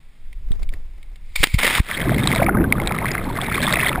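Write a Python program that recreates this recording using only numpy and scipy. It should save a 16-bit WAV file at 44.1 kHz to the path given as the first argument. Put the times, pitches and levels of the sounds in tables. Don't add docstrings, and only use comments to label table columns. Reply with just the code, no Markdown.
import sys
import numpy as np
from scipy import signal
from scipy.fft import rfft, irfft
from scipy.io import wavfile

SR = 44100
rng = np.random.default_rng(int(sys.argv[2]) if len(sys.argv) > 2 else 0)


def generate_wav(sig):
    pcm = np.round(np.clip(np.atleast_2d(sig).T, -1, 1) * 32767).astype(np.int16)
    wavfile.write(sys.argv[1], SR, pcm)


N = 176400
T = np.arange(N) / SR


# start_s, length_s, level_db
SLAPS = [(1.4315, 0.0006, -10.5), (1.4348, 0.003, -12), (1.438, 0.0036, -6.5), (1.443, 0.0017, -25),
         (1.471, 0.00079, -22), (1.633, 0.0011, -20), (1.6675, 0.00046, -16.5), (1.7515, 0.0021, -20)]
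# time_s, level_db
SKIM = [(1.15, -100), (1.26, -61.5), (1.352, -55.5), (1.358, -18.5), (1.364, -22.5), (1.371, -34.5),
        (1.428, -29), (1.46, -43), (1.535, -38), (1.544, -24.5), (1.56, -38.5), (1.7, -110)]
SPRAY = [(1.565, -110), (1.586, -22.5), (1.625, -22.5), (1.645, -17.5), (1.70, -23), (1.735, -24),
         (1.76, -19), (1.797, -25), (1.812, -48), (1.9, -35), (2.1, -82)]
# frequency_hz, gain_db
SLAP_COLOUR = [(30, 17), (300, 9.5), (1000, -1), (3000, 11.5), (6000, 1), (16000, -3)]
SPRAY_COLOUR = [(30, 13), (200, 7), (500, -6), (2100, -0.5), (4000, 0), (6000, -7.5)]
CASE_IN_AIR = [(1700, -8.5), (2250, 8), (2800, 0), (4000, 6), (4600, 7.5), (5500, -0.5)]
def splash():
    fall_s, tail_s, tail_db = 0.001, 0.017, -19.5
    slaps, t = np.zeros(N), T[:SR // 6]
    for start_s, length_s, db in SLAPS:
        shape = np.exp(-np.maximum(t - length_s, 0) / fall_s) + amp(tail_db) * np.exp(-t / tail_s)
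        add(slaps, start_s, amp(db) * shape * rng.standard_normal(len(t)))
    spray = unit(impacts(per_s=7700, spread_db=5)) * level(SPRAY) * flutter(hz=110, depth_db=2)
    skim = noise(CASE_IN_AIR) * level(SKIM)
    return through_case(skim + colour(slaps, SLAP_COLOUR) + colour(spray, SPRAY_COLOUR))


# centre_s, level_db, edge_s, length_s
SURGES = [(0.51, -17.5, 0.00083, 0.026), (1.406, -13.5, 0.0017, 0.027), (1.546, 2.5, 0.0018, 0.0033),
          (1.5695, -6, 0.0044, 0.0086), (1.8029, -4.5, 0.00098, 0.0063)]
def surges():
    out = np.zeros(N)
    for centre_s, db, edge_s, length_s in SURGES:
        t = T - centre_s
        out += amp(db) * np.tanh(t / edge_s) * np.exp(-(np.hypot(t, edge_s) / length_s) ** 1.8)
    return out


def bubble(hz, cycles):
    rise_cycles, glide = 0.82, 0.0079
    cycles = max(cycles, 1)
    turns = np.arange(int(5 * cycles * SR / hz) + 2) * hz / SR
    shape = (1 - np.exp(-(turns / rise_cycles) ** 2)) * np.exp(-(turns / cycles) ** 1.23)
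    return shape / shape.max() * np.sin(2 * np.pi * turns * (1 + glide * turns / cycles))


# start_s, pitch_hz, level_db, ring_cycles
BUBBLES = [(1.6208, 2180, -18, 5.6), (1.6313, 2140, -8.5, 6.6), (1.632, 590, -21, 5.1),
           (1.6468, 490, -16.5, 2.5), (1.6537, 1930, -7, 5.6), (1.6712, 550, -19, 1.8),
           (1.684, 3530, -13, 5.6), (1.6912, 2120, -16, 5.3), (1.7845, 1220, -12, 1.1),
           (1.9134, 1860, -7.5, 1.6), (2.0034, 1890, -15, 2.6), (2.0813, 257, -11.5, 2),
           (2.0948, 1490, -8, 0.77), (2.1195, 666, -14.5, 3.4), (2.1659, 220, -14, 3.2),
           (2.235, 3700, -17.5, 13), (2.2578, 780, -15, 1.7), (2.274, 3880, -3.5, 6.4),
           (2.3162, 2150, -5, 2.8), (2.3273, 2030, -10, 6.6), (2.3355, 1120, -14, 2.5),
           (2.36, 2200, -9, 3.6), (2.361, 3970, -13, 3.1), (2.381, 2050, -17, 1.2), (2.3991, 550, -13, 4.5),
           (2.4014, 1380, -17, 6), (2.4228, 630, -6, 2.3), (2.43, 2240, -11.5, 6.4),
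           (2.445, 4660, -25, 2.5), (2.4645, 2240, -10, 6.1), (2.486, 780, -8, 3.7), (2.493, 1400, -8, 5.8),
           (2.549, 204, -14, 1.8), (2.552, 1100, -13.5, 2.5), (2.571, 1540, -16, 8.6),
           (2.6089, 330, -12, 5.6), (2.6417, 1530, -15, 9.2), (2.7245, 2140, 3.5, 3.6),
           (2.8, 2100, -13.5, 6.5), (2.874, 3820, -7, 4.4), (2.914, 780, -13.5, 1.6),
           (2.922, 2080, -5, 1.5), (2.987, 2050, -9.5, 3.6), (3.0457, 1080, -12, 2.7),
           (3.057, 1810, -11.5, 1.3), (3.0666, 2200, -12.5, 3.8), (3.1079, 1930, -13, 2.4),
           (3.1164, 4970, -14, 6.7), (3.1528, 1500, -5.5, 1), (3.18, 2030, -12, 6.2),
           (3.301, 937, -19, 6.8), (3.3638, 1970, -16.5, 5.1), (3.3878, 1100, -13, 3.7),
           (3.415, 3370, -14, 6.3), (3.4854, 890, -15.5, 2.5), (3.516, 1310, -15.5, 5.5),
           (3.5451, 3540, -11.5, 4.5), (3.5552, 2320, -10.5, 5), (3.577, 1940, -13, 4.6),
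           (3.5807, 1135, -12, 4.6), (3.618, 3950, -15, 4), (3.6302, 238, -16.5, 2.6),
           (3.637, 2270, -17, 3.9), (3.6679, 3480, -9.5, 8.8), (3.6775, 1050, -8, 1.5),
           (3.6798, 1900, -12, 3.3), (3.7098, 1250, -13.5, 3.7), (3.726, 3840, -9, 5.3),
           (3.743, 2530, -17, 5.6), (3.7577, 2420, -7.5, 3.3), (3.7704, 1920, -12, 7),
           (3.796, 1900, -6, 2.2), (3.8029, 2540, -8.5, 5), (3.8324, 1060, -16, 5.8),
           (3.832, 1940, -7.5, 4.6), (3.857, 3540, -16.5, 3.9), (3.865, 2000, -8.5, 8.7),
           (3.871, 3150, -13.5, 9), (3.8925, 3440, -10.5, 5.6), (3.8928, 2070, -9.5, 5.2),
           (3.9305, 2580, -12.5, 2.5), (3.9583, 1360, -8, 1.4), (3.981, 716, -18, 4.3)]
def close_bubbles():
    snap_s, snap_db_per_octave = 0.00055, 5
    out, t = np.zeros(N), T[:SR // 100]
    case_gain = amp(read(CASE, np.linspace(0, SR / 2, len(t))))
    case_mean_db = 10 * np.log10(np.mean(case_gain ** 2))
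    for start_s, hz, db, cycles in BUBBLES:
        ring_db = db + 0.5 + case_mean_db - read(CASE, hz)
        snap_db = db - 11.5 + snap_db_per_octave * np.log2(hz / 2000)
        add(out, start_s - 1 / hz, amp(ring_db) * bubble(hz, cycles))
        add(out, start_s, amp(snap_db) * np.exp(-t / snap_s) * rng.standard_normal(len(t)))
    return through_case(out)


def swarm(low_hz, high_hz, per_s, cycles, spread_db, count=30):
    births, size = impacts(per_s, spread_db), rng.integers(0, count, N)
    ring_cycles = cycles * 1.83 ** rng.uniform(-1.4, 1, count)
    out = np.zeros(N)
    for k, hz in enumerate(np.geomspace(low_hz, high_hz, count)):
        out += signal.oaconvolve(births * (size == k), unit(bubble(hz, ring_cycles[k])))[:N]
    return unit(out)


# time_s, large_db, medium_db, small_db, finest_db
CLOUD = [(1.9, -41, -28.5, -29.5, -37.5), (2.02, -27.5, -28.5, -31, -42), (2.1, -21, -35, -35.5, -44.5),
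         (2.36, -25, -28, -33.5, -36.5), (2.44, -21.5, -26, -27.5, -51), (2.51, -23.5, -33, -39, -69),
         (2.6, -16.5, -30.5, -43.5, -69), (2.7, -24, -36.5, -53, -58), (2.8, -23.5, -30, -45, -54),
         (3.12, -30, -32.5, -31.5, -50), (3.3, -26.5, -33.5, -46, -50.5), (3.4, -31, -29.5, -33, -46.5),
         (3.5, -26.5, -34.5, -29.5, -43.5), (3.66, -25.5, -28.5, -26, -36), (3.88, -30, -27, -26, -37),
         (4, -18, -25, -39.5, -52)]
# time_s, gain_db
SUBMERGE = [(1.79, -70), (1.82, -35), (1.88, -11), (1.90, -0.5), (2.05, 2), (3.89, 1), (3.93, -4), (4, -4)]
# frequency_hz, gain_db
CHURN = [(5, -23), (15, -4.5), (40, 1), (90, 1), (220, -2.5), (450, -10.5), (1000, -24.5), (1800, -62),
         (3000, -72), (6000, -95)]
MUFFLE = [(20, -6.5), (1800, 5.5), (3000, -33), (6000, -67)]
HAZE = [(1200, 0), (3500, 0), (6000, -9.5)]
def cloud():
    large, medium, small, finest = (level(CLOUD, column=k) for k in range(1, 5))
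    bursts = flutter(hz=70, depth_db=3.47)
    churn = amp(-1) * noise(CHURN)
    gurgle = large * (churn + amp(-3) * swarm(109.9, 375.4, per_s=220, cycles=3.6, spread_db=2))
    babble = swarm(370.3, 1670, per_s=1300, cycles=2.95, spread_db=5.5)
    muffled = medium * amp(-6.5) * unit(colour(babble, MUFFLE))
    fizz = small * amp(-10) * swarm(1540, 2600, per_s=480, cycles=3.55, spread_db=2.5)
    prickle = finest * amp(-0.5) * swarm(3075, 4380, per_s=300, cycles=7.8, spread_db=3.5)
    crackle = finest * amp(2.5) * unit(impacts(per_s=500, spread_db=4.6))
    haze = amp(-31.5) * finest ** 0.44 * noise(HAZE)
    return level(SUBMERGE) * (gurgle + through_case(muffled + haze + bursts * (fizz + prickle + crackle)))


# frequency_hz, gain_db
WIND = [(4, -26), (12, 2.5), (25, -3), (50, -13), (100, -33), (200, -43.5), (500, -55.5), (2000, -95),
        (16000, -80)]
# time_s, level_db
GUSTS = [(0, -43.5), (.24, -33.5), (.37, -27.5), (.52, -24), (.73, -20), (.8, -26), (1.0, -34),
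         (1.55, -27.5), (1.9, -35.5)]
BUFFET = [(.48, -105), (.51, -8), (.645, -25), (.68, -97), (1.37, -94), (1.405, -10), (1.47, -42),
          (2.0, -90)]
def buffeting(swells):
    return noise(WIND) * level(swells)


# start_s, click_db, ring_db, pitch_hz
TICKS = [(0.329, -41.5, -49, 2170), (0.5186, -44.5, -27.5, 3600), (0.6305, -35.5, -66, 2860),
         (0.691, -41, -35, 3440), (0.737, -38.5, -37.5, 1850), (1.0295, -46, -43, 3770),
         (1.158, -41, -72, 2800)]
def ticks():
    fall_s = 0.0035
    rings, clicks, t = np.zeros(N), np.zeros(N), T[:SR // 20]
    for start_s, click_db, ring_db, hz in TICKS:
        add(rings, start_s, amp(ring_db) * bubble(hz, cycles=3.4))
        add(clicks, start_s, amp(click_db) * np.exp(-t / fall_s) * rng.standard_normal(len(t)))
    return through_case(rings + colour(clicks, CASE_IN_AIR))


# time_s, level_db
RUSTLE = [(.3, -91), (.49, -51), (.53, -40), (.58, -48), (.63, -41), (.68, -70), (.73, -37.5), (.78, -54.5),
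          (1.3, -65)]
# frequency_hz, gain_db
RUSTLE_COLOUR = [(30, -16), (250, -3.5), (1000, -21), (2500, -31.5), (16000, -12)]
def rustle():
    return through_case(noise(RUSTLE_COLOUR) * level(RUSTLE) * flutter(hz=75, depth_db=4.5))


# frequency_hz, gain_db
SEA = [(20, 24), (150, 23), (300, 9), (500, 0.5), (1400, -5.5), (3500, -1.5), (4700, -2), (6000, -7),
       (16000, -15)]
def distant_sea():
    return through_case(amp(-54.5) * noise(SEA))


# frequency_hz, gain_db
CASE = [(20, -20.5), (1000, 2.5), (1600, 2.5), (2100, 8), (2500, 3.5), (2900, -1.5), (3600, -0.5),
        (4300, -7), (5000, -4.5), (5650, -6), (6000, -14.5)]
def through_case(x):
    return colour(x, CASE)


def amp(db):
    return 10 ** (np.asarray(db) / 20)


def unit(x):
    return x / np.sqrt(np.mean(x ** 2) + 1e-20)


def read(points, hz):
    f, db = np.transpose(points)
    return np.interp(np.log(hz + 1), np.log(f + 1), db)


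def level(rows, column=1):
    rows = np.array(rows)
    return amp(np.interp(T, rows[:, 0], rows[:, column]))


def add(mix, start_s, sound):
    part = mix[max(round(start_s * SR), 0):][:len(sound)]
    part += sound[:len(part)]


def colour(x, points, size=4096):
    gain = amp(np.maximum(read(points, abs(np.fft.fftfreq(size, 1 / SR))), -100))
    minimum_phase = np.exp(np.conj(signal.hilbert(np.log(gain))))
    taps = np.fft.ifft(minimum_phase).real[:size // 2]
    return signal.oaconvolve(x, taps / np.linalg.norm(taps))[:len(x)]


def noise(points):
    gain = amp(read(points, np.fft.rfftfreq(N, 1 / SR)))
    return unit(irfft(rfft(rng.standard_normal(N)) * gain, N))


def flutter(hz, depth_db):
    slow = np.fft.rfftfreq(N, 1 / SR) < hz
    return amp(depth_db * unit(irfft(rfft(rng.standard_normal(N)) * slow, N)))


def impacts(per_s, spread_db):
    size = amp(spread_db * np.minimum(rng.exponential(1, N), 4))
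    return size * rng.choice([-1, 1], N) * (rng.random(N) < per_s / SR)


def scene():
    air = ticks() + buffeting(GUSTS) + rustle() + distant_sea()
    mid = air + splash() + surges() + close_bubbles() + cloud()
    side = amp(-39) * splash() + buffeting(BUFFET)
    return np.array([mid + side, mid - side])


def record(dry):
    drive, sample_hz, edge_hz = 0.94, 12000, 15350
    driven = drive * dry * signal.windows.tukey(N, .002)
    limited = driven / (1 + driven ** 6) ** (1 / 6)
    samples = signal.resample_poly(limited, sample_hz, SR, axis=1)
    held = signal.resample(np.repeat(samples, 4, axis=1), N, axis=1)
    lowpass = signal.firwin(161, edge_hz, window=("kaiser", 7), fs=SR)
    return signal.oaconvolve(held, lowpass[None], "same")


dry = scene()
out = record(dry)
generate_wav(out)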